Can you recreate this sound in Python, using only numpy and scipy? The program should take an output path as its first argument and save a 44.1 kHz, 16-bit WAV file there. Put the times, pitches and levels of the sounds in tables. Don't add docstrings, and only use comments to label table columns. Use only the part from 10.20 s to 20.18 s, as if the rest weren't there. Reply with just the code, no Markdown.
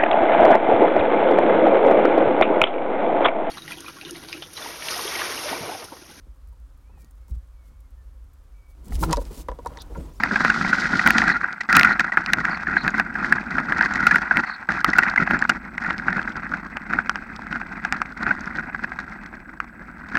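import sys
import numpy as np
from scipy import signal
from scipy.fft import rfft, irfft
from scipy.io import wavfile
from scipy.ndimage import uniform_filter1d

SR = 44100
rng = np.random.default_rng(int(sys.argv[2]) if len(sys.argv) > 2 else 0)


def bounce(signal):
    frames = np.transpose(np.atleast_2d(signal))
    limited = np.clip(frames, -1, 1)
    pcm = np.round(limited * 32767).astype(np.int16)
    wavfile.write(sys.argv[1], SR, pcm)


N = 440118
TIME = np.arange(N) / SR

# start [s], nominal peak [dB], ring pitch [Hz],
# nominal contact time [s], nominal crack level relative to the ring [dB].
KNOCK_EVENTS = [(0.0353, -3.5, 1880, 0.00089, -17), (0.1576, -7.5, 1624, 0.0032, -24),
                (0.2492, 1, 1370, 0.00009, -47), (0.3002, -5, 1550, 0.0019, -21),
                (0.5304, -5, 1480, 0.0018, -26), (0.7934, -5.5, 1920, 0.0022, -23),
                (0.8614, -4.5, 1510, 0.0039, -19), (0.8745, 0.5, 1900, 0.000048, -13.5),
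                (0.9057, -1.5, 1700, 0.00064, -9.5), (0.9816, -5.5, 1840, 0.0017, -9.5),
                (1.018, -3, 1820, 0.00099, -42), (1.08, -8.5, 1570, 0.0017, -17),
                (1.2412, -14, 1480, 0.0027, -46), (1.406, -17.5, 1935, 0.0055, -14.5),
                (1.5274, -3, 1620, 0.00094, -11), (1.55, -9, 1580, 0.0062, -12),
                (1.5669, 0, 1330, 0.0021, -11), (1.595, -2.5, 1900, 0.0011, -9.5),
                (1.611, -1, 2060, 0.00044, -20), (1.6321, -3.5, 1930, 0.00056, -6.5),
                (1.6469, -3.5, 1445, 0.0035, -22.5), (1.795, -5.5, 1720, 0.0017, -13),
                (1.9199, -14.5, 1930, 0.0045, -28), (1.9721, 0.5, 1604, 0.00097, -37),
                (2.0616, -17, 1450, 0.00024, 1.5), (2.1337, -3, 1830, 0.00087, -7),
                (2.2514, -8.5, 1650, 0.0012, -16), (2.469, -13.5, 1720, 0.0024, -38),
                (2.5666, -4.5, 1580, 0.0029, -41), (2.6785, -5, 1620, 0.0009, -15.5),
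                (2.797, -3.5, 1640, 0.0016, -20.5), (2.954, -12.5, 1680, 0.0015, -37),
                (3.124, -1.5, 1650, 0.0016, -31), (3.1812, -14.5, 1640, 0.0024, -48),
                (3.3829, -5, 1590, 0.0008, -38), (3.5229, -2.5, 1620, 0.00049, -36),
                (3.6098, -2, 1560, 0.0011, -29), (3.867, -3, 1386, 0.0042, -19.5),
                (3.9094, -6.5, 1700, 0.0054, -23), (3.944, -8, 1440, 0.0032, -47),
                (3.958, -1.5, 1890, 0.0012, -22.5), (4.1099, -4, 1570, 0.0019, -79),
                (4.1708, -4, 2080, 0.00052, -14), (4.4887, -8, 1550, 0.0018, -33),
                (4.52, -12, 1780, 0.001, -21), (4.6451, -2, 1300, 0.001, -14),
                (4.7323, -11, 1960, 0.003, -20.5), (4.7842, -0.5, 1480, 0.0041, -25.5),
                (4.833, -8, 1870, 0.0017, -18.5), (4.96, -9, 1630, 0.0018, -22),
                (4.976, -7.5, 2040, 0.0041, -32), (5.1093, -2.5, 1520, 0.00045, -27.5),
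                (5.2234, -6.5, 1720, 0.0015, -49), (5.2939, -4, 1440, 0.0036, -17.5),
                (5.58, -13.5, 1950, 0.00081, -21), (5.707, -7, 1490, 0.000061, -25),
                (5.8827, -7, 1510, 0.001, -50), (6.337, -13, 1490, 0.0021, -42),
                (6.57, -10, 1630, 0.00013, -19), (6.735, -8.5, 1570, 0.00093, -46),
                (6.7872, -7.5, 1510, 0.0013, -56), (6.8951, -5.5, 1450, 0.00044, -14),
                (6.9573, -10.5, 1640, 0.00021, -19.5), (7.327, -12, 1500, 0.00043, -20.5),
                (7.357, -13.5, 1470.0, 0.0012, -49), (7.649, -9, 1550, 0.0017, -22),
                (7.7246, -5.5, 1620, 0.00026, -9.5), (7.817, -7.5, 1270, 0.00059, -21),
                (8.0657, -8.5, 1470, 0.00086, -49), (8.1082, -9.5, 1530, 0.0033, -44),
                (9.402, -10.5, 1350, 0.00055, -20.5), (9.953, -7.5, 1640, 0.0017, -24),
                (9.9707, -6.5, 1510, 0.00039, -17)]
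# frequency [Hz], gain [dB].
FRAME_COLOUR = [(20, -28), (45, -17), (64, -10), (115, -12), (165, 1), (220, 5.5), (280, -1.5), (350, -6),
                (440, -18), (700, -15), (1500, -71.5)]
# frequency [Hz], gain [dB].
HOUSING_COLOUR = [(150, -21), (560, -17.5), (740, -2), (1120, -5), (1420, 2.5), (1630, 5), (1800, -5.5),
                  (2020, -1), (2250, -8), (2550, -9.5), (2950, -28), (3400, -34.5), (5000, -36.5),
                  (14000, -72)]
# frequency [Hz], gain [dB].
SPRAY_COLOUR = [(1200, -2.5), (2800, -4), (4300, 1.5), (5500, -2.5), (7000, -11), (10500, -29.5),
                (15500, -39)]

LIFT_RUMBLE_DB, LIFT_RUMBLE_S = -9, 0.036
LIFT_CRUNCH_DB, LIFT_CRUNCH_S = -23.5, 0.26


def gain_of(db):
    return 10 ** (np.asarray(db) / 20)


def evened(x):
    return x / np.sqrt(np.mean(x ** 2) + 1e-20)


def local_power(x, size):
    smoothed = uniform_filter1d(uniform_filter1d(x ** 2, size), size // 2)
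    return abs(smoothed) + 1e-12


def steadied(x, size):
    return x / np.sqrt(local_power(x, size))


def add(mix, s, sound):
    part = mix[max(round(s * SR), 0):][:len(sound)]
    part += sound[:len(part)]


def coloured(x, points, size=8192):
    hz, db = np.transpose(points)
    bin_hz = abs(np.fft.fftfreq(size, 1 / SR))
    log_gain = np.log(gain_of(np.interp(np.log(bin_hz + 1), np.log(hz), db)))
    spectrum = np.exp(np.conj(signal.hilbert(log_gain)))
    response = np.fft.ifft(spectrum).real[:size // 2]
    return signal.oaconvolve(x, response)[:len(x)]


def band(x, hz, width_hz):
    return signal.lfilter(*signal.iirpeak(hz, hz / width_hz, SR), x)


def wander(hz):
    low_pass = np.exp(-(np.fft.rfftfreq(N, 1 / SR) / hz) ** 2)
    return evened(irfft(rfft(rng.standard_normal(N)) * low_pass, N))


def impacts(per_s, spread_db):
    size = gain_of(spread_db * np.minimum(rng.exponential(1, N), 5))
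    return size * rng.choice([-1, 1], N) * (rng.random(N) < per_s / SR)


def hiss(db=-73.5):
    return gain_of(db) * rng.standard_normal(N)


def camera_whine(hz=7868, db=-71, frames_per_s=30):
    switched = np.sin(2 * np.pi * frames_per_s * TIME) > -.25
    return gain_of(db) * switched * np.sin(2 * np.pi * hz * TIME)


def rubs():
    # start [s], length [s], mid pitch [Hz], RMS level before the fades [dB].
    rub_events = [(1.061, 0.1, 4160, -41.5), (1.677, 0.073, 4200, -43.5), (2.291, 0.078, 4500, -45.5),
                  (2.563, 0.083, 4170, -42), (4.25, 0.13, 4240, -46)]
    sag_hz_per_s, fuzz_cutoff_hz, judder_hz = 2200, 210, 26
    out = np.zeros(N)
    for s, length_s, hz, db in rub_events:
        t = np.arange(round(length_s * SR)) / SR
        turns = np.cumsum(hz - sag_hz_per_s * (t - length_s / 2)) / SR
        low_pass = signal.butter(2, fuzz_cutoff_hz, fs=SR)
        fuzz = signal.lfilter(*low_pass, rng.standard_normal((2, SR)))[:, :len(t)]
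        whistle = fuzz[0] * np.cos(2 * np.pi * turns) + fuzz[1] * np.sin(2 * np.pi * turns)
        grip = 1 + 0.59 * np.sin(2 * np.pi * (judder_hz * t + rng.random()))
        add(out, s, gain_of(db) * signal.windows.tukey(len(t), .5) * evened(grip * whistle))
    return out


def ticks():
    # start [s], peak [dB].
    tick_events = [(1.328, -28), (2.705, -29), (3.625, -21), (3.651, -20), (3.738, -22), (4.702, -18),
                   (4.899, -21), (5.191, -25), (5.781, -22.5), (5.929, -24.5), (6.029, -27.5),
                   (6.121, -31.5), (7.163, -26.5), (7.766, -31), (8.031, -22), (8.208, -30.5),
                   (8.258, -29.5), (8.361, -30), (8.638, -30.5), (8.791, -29.5)]
    base_hz, decay_s = 4930, 0.00089
    out, t = np.zeros(N), np.arange(2048) / SR
    for s, db in tick_events:
        strike = rng.standard_normal(len(t)) * np.exp(-t / decay_s)
        bright = coloured(strike, SPRAY_COLOUR)
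        ring = band(bright, base_hz * 2 ** rng.uniform(-0.75, 0.6), 500)
        tick = evened(bright) + .6 * evened(ring)
        add(out, s, gain_of(db) * tick / abs(tick).max())
    return out


def pops():
    # start [s], peak [dB]. The rows at 3.045, 3.63, 3.889 and 8.078 s are further knocks.
    pop_events = [(1.116, -9), (3.045, -9), (3.63, -13), (3.889, -17), (4.865, -10), (4.912, -15.5),
                  (5.074, -9), (5.145, -6.5), (5.25, -11.5), (5.646, -13), (5.927, -12), (5.992, -11.5),
                  (6.253, -21), (6.8, -19), (7.414, -16), (8.078, -12), (8.385, -14), (8.497, -20.5),
                  (8.546, -14.5), (8.592, -21), (8.642, -13.5), (8.718, -19), (8.788, -13.5)]
    base_hz, swell_s = 1620, 0.0016
    out, t = np.zeros(N), np.arange(2048) / SR
    swell = t * np.exp(-t / swell_s)
    for s, db in pop_events:
        hz = base_hz * np.exp(0.083 * rng.standard_normal())
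        ring = swell * np.sin(2 * np.pi * hz * t)
        scrape = coloured(swell * rng.standard_normal(len(t)), HOUSING_COLOUR)
        pop = evened(ring) + 0.74 * evened(scrape)
        add(out, s, gain_of(db) * pop / abs(pop).max())
    return out


def splash():
    # time [s], hiss level [dB].
    puddle_levels = [(0, -47), (.15, -41.5), (.45, -36.5), (.7, -41), (1, -35.5), (1.25, -69), (1.4, -95.5)]
    clumped = impacts(per_s=5000, spread_db=3.6) * gain_of(2.4 * wander(hz=40))
    drops = coloured(clumped, SPRAY_COLOUR)
    return gain_of(np.interp(TIME, *np.transpose(puddle_levels))) * evened(drops)


def bump(start_s, length_s, rise_s=0.024, decay_s=0.019):
    age = TIME - start_s
    press = np.clip(age / rise_s + .5, 0, 1)
    return press * np.exp(-np.clip((age - length_s) / decay_s, 0, 20))


def lift(settle_s):
    # going light [s], touch-down [s], relative height.
    hop_events = [(1.23, 1.489, 1.25), (1.87, 1.972, .9), (4.23, 4.488, .85)]
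    total = 0
    for light, down, height in hop_events:
        rise = 1 - np.exp(-np.maximum(TIME - light, 0) / settle_s)
        total = total + height * (TIME < down) * rise
    return total


def jolts(decay_s=0.01):
    blows = np.zeros(N)
    for s, peak_db, *_ in KNOCK_EVENTS:
        add(blows, s, gain_of([peak_db]) ** 2)
    return signal.lfilter([1], [1, -np.exp(-2 / (decay_s * SR))], blows + 1e-20)


def ride():
    # time [s], rumble drive [dB], crunch drive [dB].
    rolling = [(0.0, -31, -23.5), (0.65, -32.5, -21), (1.15, -35, -20), (1.8, -36, -22), (2.4, -38, -27.5),
               (2.9, -35.0, -30), (3.23, -37.5, -33.5), (3.5, -30.5, -24), (4.2, -39, -21), (4.8, -41, -28),
               (5.3, -32.5, -26), (5.53, -39, -37.5), (5.7, -35.5, -29), (6.2, -36, -28),
               (6.48, -39.5, -35), (8.6, -38.5, -32.5), (9.55, -44.5, -42.5), (9.98, -38.5, -33)]
    # start [s], length [s], rumble drive [dB], crunch drive [dB].
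    patches = [(0.114, 0.015, -22.5, -21), (0.197, 0.12, -30, -22), (0.368, 0.14, -27, -24.5),
               (0.713, 0.046, -24, -26), (0.85, 0.18, -23.5, -20.5), (1.061, 0.044, -26, -14.5),
               (1.496, 0.12, -24, -11.5), (1.641, 0.081, -29.5, -15), (2.114, 0.095, -30.5, -23.5),
               (2.251, 0.079, -33.5, -22.5), (2.481, 0.092, -31.5, -22), (2.634, 0.05, -27, -21),
               (2.738, 0.06, -29, -20), (2.958, 0.11, -32, -24.5), (3.086, 0.086, -29.5, -24),
               (3.308, 0.093, -30, -22.5), (3.573, 0.09, -36, -19), (3.804, 0.17, -30.0, -21.5),
               (4.155, 0.04, -24.5, -18.5), (4.499, 0.044, -27, -19.5), (4.679, 0.022, -21.5, -18.5),
               (4.743, 0.17, -34, -20.5), (4.992, 0.029, -20.5, -16.5), (5.092, 0.063, -22.5, -19.5),
               (5.612, 0.1, -38, -23.5), (5.862, 0.133, -30, -25), (6.294, 0.075, -35.5, -30),
               (6.695, 0.11, -31, -25), (7.302, 0.075, -33.5, -28.5), (7.732, 0.031, -35, -26),
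               (7.999, 0.12, -31, -24), (8.207, 0.061, -35.5, -27.5), (8.346, 0.053, -33.5, -27),
               (8.621, 0.023, -35, -27.5), (9.939, 0.02, -28, -28.5)]
    jolt_rumble_db, jolt_crunch_db = -35.5, -16.5
    s, rumble_db, crunch_db = np.transpose(rolling)
    ripple_db = 2.07 * wander(hz=36)
    jolt = jolts()
    shake = gain_of(np.interp(TIME, s, rumble_db) + ripple_db) ** 2
    load = gain_of(np.interp(TIME, s, crunch_db) + ripple_db) ** 2
    for start_s, length_s, thump_db, grind_db in patches:
        push = bump(start_s, length_s) ** 2
        shake = shake + push * gain_of(thump_db) ** 2
        load = load + push * gain_of(grind_db) ** 2
    shake = shake * gain_of(LIFT_RUMBLE_DB * lift(LIFT_RUMBLE_S)) ** 2
    load = load * gain_of(LIFT_CRUNCH_DB * lift(LIFT_CRUNCH_S)) ** 2
    shake = shake + jolt * gain_of(jolt_rumble_db) ** 2
    load = load + jolt * gain_of(jolt_crunch_db) ** 2
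    return np.sqrt(shake), np.sqrt(load)


def pebbles(stones, count=16):
    kind, t = rng.integers(0, count, N), np.arange(600) / SR
    pitches_hz = np.geomspace(900, 2500, count)
    decays_s = np.resize([.00035, .0009], count)
    total = np.zeros(N)
    for k, (hz, decay_s) in enumerate(zip(pitches_hz, decays_s)):
        ring = evened(t * np.exp(-t / decay_s) * np.sin(2 * np.pi * hz * t))
        total += signal.oaconvolve(stones * (kind == k), ring)[:N]
    return evened(total)


def tyres():
    shake, load = ride()
    ground = 0.64 * wander(hz=63.0) + 1.18 * wander(hz=12.5)
    stones = evened(impacts(per_s=330, spread_db=2.5) * gain_of(5.3 * ground))
    stones = evened(np.tanh(stones / 50))
    sand = 1.65 * load ** 0.036 * rng.standard_normal(N) * gain_of(3.75 * ground)
    drive = pebbles(stones) + sand
    buzz = band(drive, 1425, 110) + 1.36 * band(drive, 1878, 110)
    crunch = coloured(drive + 17 * load * buzz, HOUSING_COLOUR)
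    bite = load / np.sqrt(local_power(crunch, size=2000))
    snaps = (stones * gain_of(8.2 * rng.standard_normal(N))) ** 2
    puffs = np.sqrt(signal.lfilter([1], [1, -np.exp(-1 / (0.0017 * SR))], snaps))
    fizz = gain_of(-25.0) * load ** 1.374 * gain_of(3.5 * wander(hz=45))
    grains = evened(coloured(impacts(per_s=4500, spread_db=3.5), SPRAY_COLOUR))
    grit = (fizz + gain_of(-26.5) * bite * evened(puffs)) * grains
    rumble = coloured(rng.standard_normal(N) * gain_of(2.93 * ground), FRAME_COLOUR)
    sway = band(band(rng.standard_normal(N), 45, 38), 45, 38)
    sway_gain = gain_of(-33 - 10 * lift(LIFT_RUMBLE_S)) * shake ** 0.38
    frame = gain_of(-2.0) * shake * steadied(rumble, size=2600)
    gravel = gain_of(-3.03) * bite * crunch
    return frame + gravel + grit + sway_gain * steadied(sway, size=6000)


def knock(peak_db, hz, contact_s, crack_db):
    # frequency [Hz], gain [dB].
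    crack_colour = [(300, 1), (900, -23), (2450, 17), (3300, 5), (4300, 7), (5400, 5.5), (8000, -6),
                    (15000, -48.5)]
    t = np.arange(4096) / SR
    chatter, grit, shove = rng.standard_normal((3, len(t)))
    rise = 1 - np.exp(-t / (.0001 + .22 * abs(contact_s)))
    swing = rise * np.exp(-np.maximum(t - 1.825 * contact_s, 0) / 0.00096)
    ring = swing / swing.max() * np.sin(2 * np.pi * hz * t)
    upper_hz = 2450 * np.exp(0.058 * rng.standard_normal())
    upper = evened(swing * np.sin(2 * np.pi * upper_hz * t))
    rattle = coloured(chatter * rise * np.exp(-t / 0.0069), HOUSING_COLOUR)
    crack_decay_s = 0.00024 + 0.92 * abs(contact_s)
    crack = coloured(grit * rise ** 2 * np.exp(-t / crack_decay_s), crack_colour)
    overload = gain_of(3.2 * peak_db - 4) * evened(band(grit * np.exp(-t / .001), 7000, 8000))
    thud = coloured(shove * np.exp(-t / 0.0063), FRAME_COLOUR)
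    parts = gain_of(-7.0) * evened(rattle) + gain_of(-22.0) * evened(thud)
    parts += gain_of(crack_db + 3) * (evened(crack) + overload)
    parts += gain_of(crack_db / 2 - 7.5) * upper
    return gain_of(peak_db - 0.68) * (ring + ring.std() * parts)


def knocks():
    out = np.zeros(N)
    for s, *blow in KNOCK_EVENTS:
        add(out, s, knock(*blow))
    return out


def scene():
    background = hiss() + camera_whine() + rubs()
    trail = ticks() + pops() + splash() + tyres()
    return (background + trail + knocks())[None]


def record(dry):
    edge_hz = 16000
    clipped = np.clip(dry, -.97, .97)
    low_pass = signal.firwin(511, edge_hz, window=("kaiser", 9), fs=SR)
    return signal.oaconvolve(clipped, low_pass[None], "same")


dry = scene()
out = record(dry)
bounce(out)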